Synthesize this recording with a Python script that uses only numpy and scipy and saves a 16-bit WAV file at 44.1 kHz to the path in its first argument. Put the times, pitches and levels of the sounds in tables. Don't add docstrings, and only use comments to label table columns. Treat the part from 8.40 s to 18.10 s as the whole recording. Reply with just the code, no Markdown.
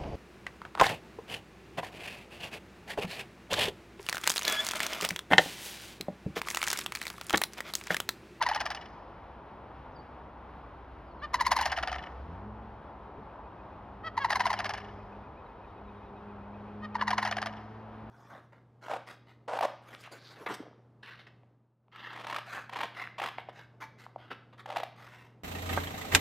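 import sys
import numpy as np
from scipy import signal
from scipy.fft import rfft, irfft, next_fast_len
from scipy.io import wavfile
from scipy.ndimage import uniform_filter1d

SR = 44100
rng = np.random.default_rng(int(sys.argv[2]) if len(sys.argv) > 2 else 0)


def wav_out(sig):
    wavfile.write(sys.argv[1], SR, np.round(np.clip(np.atleast_2d(sig).T, -1, 1) * 32767).astype(np.int16))


N = 427759

# frequency in Hz, gain in dB.
RUSH_COLOUR = [(20, -33), (35, -4.5), (52, 5.5), (75, 1), (150, -4), (300, -4), (550, -5), (900, -1.5),
               (1300, -9), (2000, -19), (3200, -27), (5000, -40), (7000, -48.5), (12000, -53)]
RUSH_DB = -44.5
# time in seconds, gain in dB.
RUMBLE_GAIN = [(0, 0.5), (6.3, 2.5), (7.2, 1), (9.7, -9)]
HUM_HZ = 63
HUM_REST_DB, HUM_PEAK_S, HUM_PEAK_DB = -58, 3.75, -44.5
HUM_RISE_DB_PER_S, HUM_FALL_DB_PER_S = 5, 10.5

# start in seconds, settled note spacing in seconds, level in dB before tiring,
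# base pitch in Hz (each note glides around it), treble gain in dB at 4500 Hz, drop of the last note in dB.
BUGLE_ROLLS = [(-0.1668, .0472, -26.1, 980, -3, 11), (2.9415, .0452, -26, 1002, 5.8, 7),
               (5.7761, .047, -27.3, 992, .3, 3.5), (8.5528, .0461, -29.6, 970, -2.5, 4.5)]
BUGLE_LAG_S, BUGLE_SETTLE_NOTES = .022, 1.5
# start in seconds, number of notes, first gap in seconds, shortening of each gap in
# seconds, level in dB before fading, starting treble gain in dB at 4500 Hz, drop of the last note in dB.
CLACK_ROLLS = [(0.0245, 7, .0634, .0038, -29.9, 2.8, 7.5), (3.1149, 9, .0729, .0052, -28.5, -1, 6),
               (5.9205, 9, .0751, .0052, -29.1, .2, 8.5), (8.7051, 7, .0756, .0066, -29.3, 0, 1.5)]
# frequency in Hz, gain in dB.
BUGLE_THROAT = [(450, -24.5), (750, -1), (1020, -1.5), (1400, -3), (2100, -9.5), (2550, -15.5),
                (3200, -24.5), (4200, -15), (5400, -22.5), (6700, -23.5), (10000, -34.5), (13000, -38)]
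CLACK_THROAT = [(380, -30), (560, -6), (730, 5), (1050, -3), (1400, -1.5), (1850, -3), (2450, -8.5),
                (3100, -7), (3900, -13), (5000, -9), (6500, -18.5), (10000, -28), (13000, -39)]
PEEP_THROAT = [(600, -11), (1250, 3.5), (1950, 0), (2500, -15), (3200, -6), (3900, -19), (4500, -13.5),
               (5500, -24.5), (7000, -34), (12000, -47)]
# start in seconds, length in seconds,
# start, middle and end pitch in Hz, level in dB, roughness from 0 to 1.
PEEPS = [(2.815, 0.046, 507, 604, 572, -35.5, .2), (2.987, 0.026, 564, 579, 550, -31, 0.45),
         (5.632, 0.058, 602, 653.6, 618, -34.5, 0.28), (5.795, 0.044, 546, 555, 527, -33, .25),
         (8.419, 0.046, 587, 625, 588, -39.5, 0.35), (8.581, 0.049, 560, 574, 530, -30.5, 0.87)]
# time in seconds, gain in dB.
FACING_HOUSE = [(.3, 0.5), (3.5, 4), (6.3, -3.5), (9.0, -6)]

# start in seconds, length in seconds, start, middle and end pitch in Hz,
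# level in dB before flicker.
SLURS = [(1.52, .11, 6400, 4600, 5200, -66), (1.63, 0.043, 5900, 5000, 4400, -73),
         (2.65, 0.082, 5500, 4730, 4260, -70), (2.75, 0.079, 5400, 4380, 3920, -70.5)]
# first note in seconds, end of the run in seconds, spacing in seconds,
# start, middle and end pitch in Hz, level in dB before scatter and flicker.
SONGS = [(4.871, 5.6, .143, 2103, 2500, 2340, -67), (6.559, 8.6, 0.13, 2030, 2525, 2390, -64),
         (6.949, 7.75, 0.099, 4030, 3800, 3600, -73.5)]
# start in seconds, level in dB before the decay shape, decay in seconds.
BUMPS = [(2.331, -60, 0.041), (4.776, -41, 0.044)]

# time in seconds, firing rate in Hz, level in dB before the exhaust colour.
ENGINE = [(2.9, 77, -62), (3.24, 75, -48.5), (3.778, 65, -42), (4.03, 102, -47.5), (4.15, 108.5, -47),
          (4.45, 107, -60), (5.0, 100, -65), (5.401, 99.5, -51.5), (6.35, 101.3, -47), (6.75, 101.5, -51.5),
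          (7.048, 101, -64), (7.4, 101.3, -51.5), (8.102, 102.3, -49), (8.35, 103.2, -45.5),
          (9.1, 107, -46.5), (9.7, 109.3, -48)]
# frequency in Hz, gain in dB.
EXHAUST = [(65, -2), (80, 1), (102, -3), (108, -1), (140, -2), (201, -4), (207, 4), (215, -1), (300, -17.5),
           (392, -15.5), (407, -3.5), (420, -12.5)]
IDLE_HZ, OPEN_HZ, IDLE_DULL_DB = 76, 82, -17

# frequency in Hz, left minus right in dB.
PORT_BALANCE = [(120, 0), (350, .7), (700, 1.5), (1300, .7), (2500, .2), (5000, 0)]
# frequency in Hz, gain in dB.
MIC_COLOUR = [(5500, -3.5), (6800, -7.5), (7800, -21.5), (9400, -3), (12000, -3), (14000, -23.5),
              (15500, -23)]
TOP_HZ = 15700


def undb(db):
    return 10 ** (np.asarray(db) / 20)


def unit(x):
    return x / np.sqrt(np.mean(x ** 2))


def clock(length_s):
    return np.arange(int(length_s * SR)) / SR


def add(out, start_s, x):
    i = max(int(start_s * SR), 0)
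    out[i:i + len(x)] += x[:len(out) - i]


def gain_at(hz, points):
    f, db = np.transpose(points)
    return undb(np.interp(np.log(hz + 1e-3), np.log(f), db))


def colour(x, points):
    size = next_fast_len(2 * len(x), real=True) // 2 * 2
    hz = np.arange(size // 2 + 1) * SR / size
    cepstrum = irfft(np.log(gain_at(hz, points)))
    cepstrum[1:size // 2] *= 2
    cepstrum[size // 2 + 1:] = 0
    response = np.exp(rfft(cepstrum))
    return irfft(rfft(x, size) * response)[:len(x)]


def wander(t, rate):
    grid = (t - t[0]) * rate + rng.random()
    knots = rng.standard_normal(len(t))
    return np.interp(grid, np.arange(len(knots)), knots)


def sway(hz):
    return np.sin(2 * np.pi * np.cumsum(hz) / SR)


def burst(t, rise_s, fall_s):
    t = np.maximum(t, 0)
    shape = (1 - np.exp(-(t / rise_s) ** 2)) * np.exp(-(t / fall_s) ** 2)
    return shape / shape.max()


def rush(flutter_db=1, side_db=-21):
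    t = np.arange(N) / SR
    bands = []
    for hz, kind in [(80, "low"), ([80, 400], "band"), ([400, 1500], "band"), (1500, "high")]:
        sos = signal.butter(2, hz, kind, fs=SR, output="sos")
        noise = signal.sosfilt(sos, rng.standard_normal(N))
        bands.append(noise * undb(flutter_db * wander(t, 11) + .5 * wander(t, 0.38)))
    deep, *upper = bands
    air = deep * undb(np.interp(t, *np.transpose(RUMBLE_GAIN))) + sum(upper)
    side = colour(rng.standard_normal(N), [(60, -16.0), (300, 4.5), (1200, 7), (5000, 4.5)]) * undb(side_db)
    stereo = np.array([colour(air + side, RUSH_COLOUR), colour(air - side, RUSH_COLOUR)])
    return unit(stereo) * undb(RUSH_DB)


def hum(waver=0.012):
    t = np.arange(N) / SR
    rising = HUM_RISE_DB_PER_S * (HUM_PEAK_S - t)
    falling = HUM_FALL_DB_PER_S * (t - HUM_PEAK_S)
    db = np.maximum(HUM_PEAK_DB - np.maximum(rising, falling), HUM_REST_DB)
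    return np.sqrt(2) * undb(db) * sway(HUM_HZ * (1 + waver * wander(t, 4.2)))


def syrinx(hz, rasp):
    phase = 2 * np.pi * np.cumsum(hz) / SR
    k = np.arange(1, 25)[:, None]
    lags = 2 * np.pi * rng.random(k.shape)
    audible = k * hz < SR / 2
    wave = unit(np.sum(np.cos(k * phase - lags) * audible, axis=0))
    air = unit((1 + np.cos(phase)) * rng.standard_normal(len(hz)))
    wave = colour(wave, [(2100, 0), (4000, -8 * rasp)])
    return wave + rasp * colour(air, [(1000, -4), (2000, -2), (3500, 2)])


def brighten(x, treble_db):
    return colour(x, [(1700, 0.019), (4500, treble_db), (12000, 1.9 * treble_db)])


def bugle_notes(count=7, tiring_power=5.5, sag_hz_per_db=10.0, first_dull_db=3.5, scatter_db=0.75, scatter_hz=14):
    k = np.arange(count)
    lag = np.exp(-k / BUGLE_SETTLE_NOTES)
    for start_s, gap_s, db, hz, treble_db, drop_db in BUGLE_ROLLS:
        gaps = gap_s + BUGLE_LAG_S * lag
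        times = start_s + np.cumsum(gaps) - gaps
        tired_db = drop_db * (k / k[-1]) ** tiring_power
        levels = db - tired_db + scatter_db * rng.standard_normal(count)
        pitches = hz - sag_hz_per_db * tired_db + scatter_hz * rng.standard_normal(count)
        yield from zip(times, levels, pitches, treble_db - first_dull_db * lag)


def bugles(rise_s=0.0034, fall_s=0.0082, jitter=.03, opening_db=-17, closing_db=-12, closing_s=0.012, lead_s=.0022):
    opening_s, rasp = .006, .45
    out, t = np.zeros(N), clock(.06) - opening_s
    for s, db, hz, treble_db in bugle_notes():
        if s < 0:
            continue
        sag = .73 + .38 * np.exp(-np.maximum(t, 0) / .017)
        pitch = hz * (sag + jitter * wander(t, 965))
        opening = undb(opening_db) * syrinx(pitch, 1) * burst(t + opening_s, 0.001, 0.011)
        voice = syrinx(pitch, rasp) * burst(t, rise_s, fall_s)
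        ring = .15 * np.cos(2 * np.pi * np.cumsum(pitch) / SR) * burst(t, .005, .012)
        broken_pitch = pitch * (1 + 0.12 * wander(t, 600))
        closing = undb(closing_db) * syrinx(broken_pitch, 0.94) * burst(t - closing_s, 0.002, 0.0069)
        note = brighten(colour(opening + voice + ring + closing, BUGLE_THROAT), treble_db)
        add(out, s - lead_s - opening_s, unit(note) * undb(db))
    return out


def clack_notes(fade_db_per_note=0.64, harden_db_per_note=0.12, tiring_power=8, second_db=-3, second_scatter_db=1.0):
    for start_s, count, gap_s, quicken_s, db, treble_db, drop_db in CLACK_ROLLS:
        k = np.arange(count)
        gaps = gap_s - quicken_s * k
        times = start_s + np.cumsum(gaps) - gaps
        levels = db - fade_db_per_note * k - drop_db * (k / k[-1]) ** tiring_power
        seconds_db = second_db + second_scatter_db * rng.standard_normal(count)
        yield from zip(times, levels, treble_db + harden_db_per_note * k, seconds_db)


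def clacks(rasp=1.0, jitter=.05, rise_s=0.0017, first_s=0.0057, second_s=0.012, gap_s=0.0069, lead_s=.0014):
    gap_scatter_s = .0013
    out, t = np.zeros(N), clock(.05)
    for s, db, treble_db, second_db in clack_notes():
        detune = 1 + 0.055 * rng.standard_normal() + jitter * wander(t, 930)
        pitch = (680 + 260 * np.exp(-t / 0.00379)) * detune
        snap = syrinx(pitch, rasp) * burst(t, rise_s, first_s)
        ring = 0.13 * np.cos(2 * np.pi * np.cumsum(pitch) / SR) * burst(t, 0.003, 0.014)
        rattle = syrinx(590 * (1 + 0.113 * wander(t, 511)), 0.96)
        second_start_s = gap_s + gap_scatter_s * rng.standard_normal()
        rattle = rattle * burst(t - second_start_s, 0.0019, second_s)
        rattle = colour(rattle * undb(5.2 * wander(t, 227)), [(700, -3.5), (1700, 4.5), (4500, -5)])
        note = brighten(colour(snap + ring + undb(second_db) * rattle, CLACK_THROAT), treble_db)
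        add(out, s - lead_s, unit(note) * undb(db))
    return out


def surroundings(x, house_s=.108, house_db=-17, near_db=-15.5, near_s=0.014, forest_db=-20.5,
                 forest_t60_s=1.32, patchy_db=4):
    t = clock(1.2)
    scatter, slap, trees = rng.standard_normal((3, len(t)))
    near = scatter * np.exp(-t / near_s) * (t > .004)
    near = colour(near, [(900, -1), (3000, 1.5), (5000, 4), (10000, 1)])
    house = slap * burst(t - house_s, 0.00083, 0.004)
    house = colour(house, [(900, -5.5), (1800, 1), (3300, 2.5), (5000, -4.5), (10000, -10.5)])
    tail = (1 - np.exp(-t / 0.038)) * undb(-60 * t / forest_t60_s)
    trees = trees * undb(patchy_db * wander(t, 90)) * tail
    forest = colour(trees, [(700, -0.5), (3500, -9.0), (6000, -12.5), (10000, -16.5)])
    parts = [(near, near_db), (house, house_db), (forest, forest_db)]
    near, house, forest = (undb(db) * part / np.linalg.norm(part) for part, db in parts)
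    facing = undb(np.interp(np.arange(N) / SR, *np.transpose(FACING_HOUSE)))
    return (signal.fftconvolve(x, near + forest) + signal.fftconvolve(x * facing, house))[:N]


def arch(length_s, start_hz, middle_hz, end_hz):
    u = clock(length_s) / length_s
    hz = np.polyval(np.polyfit([0, .5, 1], [start_hz, middle_hz, end_hz], 2), u)
    return hz, np.sqrt(np.sin(np.pi * u ** 1.62))


def songbirds(note_s=0.062):
    out, notes = np.zeros(N), list(SLURS)
    for first, last, spacing, start_hz, middle_hz, end_hz, db in SONGS:
        for s in np.arange(first, last, spacing):
            note_start = s + .006 * rng.standard_normal()
            notes.append((note_start, note_s, start_hz, middle_hz, end_hz, db + rng.standard_normal()))
    for s, length_s, start_hz, middle_hz, end_hz, db in notes:
        hz, swell = arch(length_s, start_hz, middle_hz, end_hz)
        add(out, s, unit(swell * sway(hz)) * undb(db))
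    flicker_db = 5 * wander(np.arange(N) / SR, 110) - 5.5
    return out * undb(flicker_db)


def bumps():
    out, t = np.zeros(N), clock(.25)
    thud_colour = [(30, 1), (70, -5.0), (150, 0.0), (450, -5), (1200, -64), (4000, -73)]
    for s, db, decay_s in BUMPS:
        thud = colour(rng.standard_normal(len(t)), thud_colour)
        add(out, s, unit(thud) * burst(t, .004, decay_s) * undb(db))
    return out


def engine(waver=0.00702, flutter_db=2, count=4):
    t = np.arange(N) / SR
    s, *columns = np.transpose(ENGINE)
    hz, db = (uniform_filter1d(np.interp(t, s, c), size=SR // 10) for c in columns)
    phase = 2 * np.pi * np.cumsum(hz * (1 + waver * wander(t, 14))) / SR
    entry = np.clip(1 + (t - s[0]) / .3, 0, 1)
    throttle = undb(np.interp(hz, [IDLE_HZ, OPEN_HZ], [IDLE_DULL_DB, 0]))
    harmonics = []
    for k in range(1, count + 1):
        level = gain_at(k * hz, EXHAUST) * undb(flutter_db * wander(t, 9))
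        harmonics.append(level * np.sin(k * phase))
    first, *upper = harmonics
    return entry * np.sqrt(2) * undb(db) * (first + throttle * sum(upper))


def peeps(jitter=0.073, flutter_db=6):
    out = np.zeros(N)
    for s, length_s, start_hz, middle_hz, end_hz, db, rough in PEEPS:
        t = clock(length_s)
        hz, swell = arch(length_s, start_hz, middle_hz, end_hz)
        shaky_hz = hz * (1 + jitter * rough ** 2 * wander(t, 460))
        voice = syrinx(shaky_hz, rough) * undb(flutter_db * rough * wander(t, 200))
        voice = colour(voice, PEEP_THROAT)
        dull = brighten(voice, -7.0)
        note = swell * (dull + swell ** 2 * (voice - dull))
        add(out, s, unit(note) * undb(db))
    return out


def scene(port_lag_s=3.5e-5, spread_db=-2):
    calls, small_birds = bugles() + clacks() + peeps(), songbirds()
    in_trees = small_birds + surroundings(small_birds, house_db=-36, near_db=-12, forest_db=-16)
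    ahead = calls + surroundings(calls) + in_trees + engine() + hum() + bumps()
    wide = colour(surroundings(calls), [(700, -17.5), (3000, -14), (9000, -3.5)]) * undb(spread_db)
    spectrum = rfft(ahead + np.array([wide, -wide]) + rush(), 2 ** 19)
    hz = np.linspace(0, SR / 2, spectrum.shape[1])
    lead = np.minimum(2 * np.pi * hz * port_lag_s, np.pi / 2)
    lean = np.sqrt(gain_at(hz, PORT_BALANCE)) * np.exp(.5j * lead)
    return irfft(spectrum * np.array([lean, 1 / lean]))[:, :N]


def record(dry):
    coloured = np.array([colour(channel, MIC_COLOUR) for channel in dry])
    return signal.sosfilt(signal.ellip(8, .2, 70, TOP_HZ, fs=SR, output="sos"), coloured)


dry = scene()
out = record(dry)
wav_out(out)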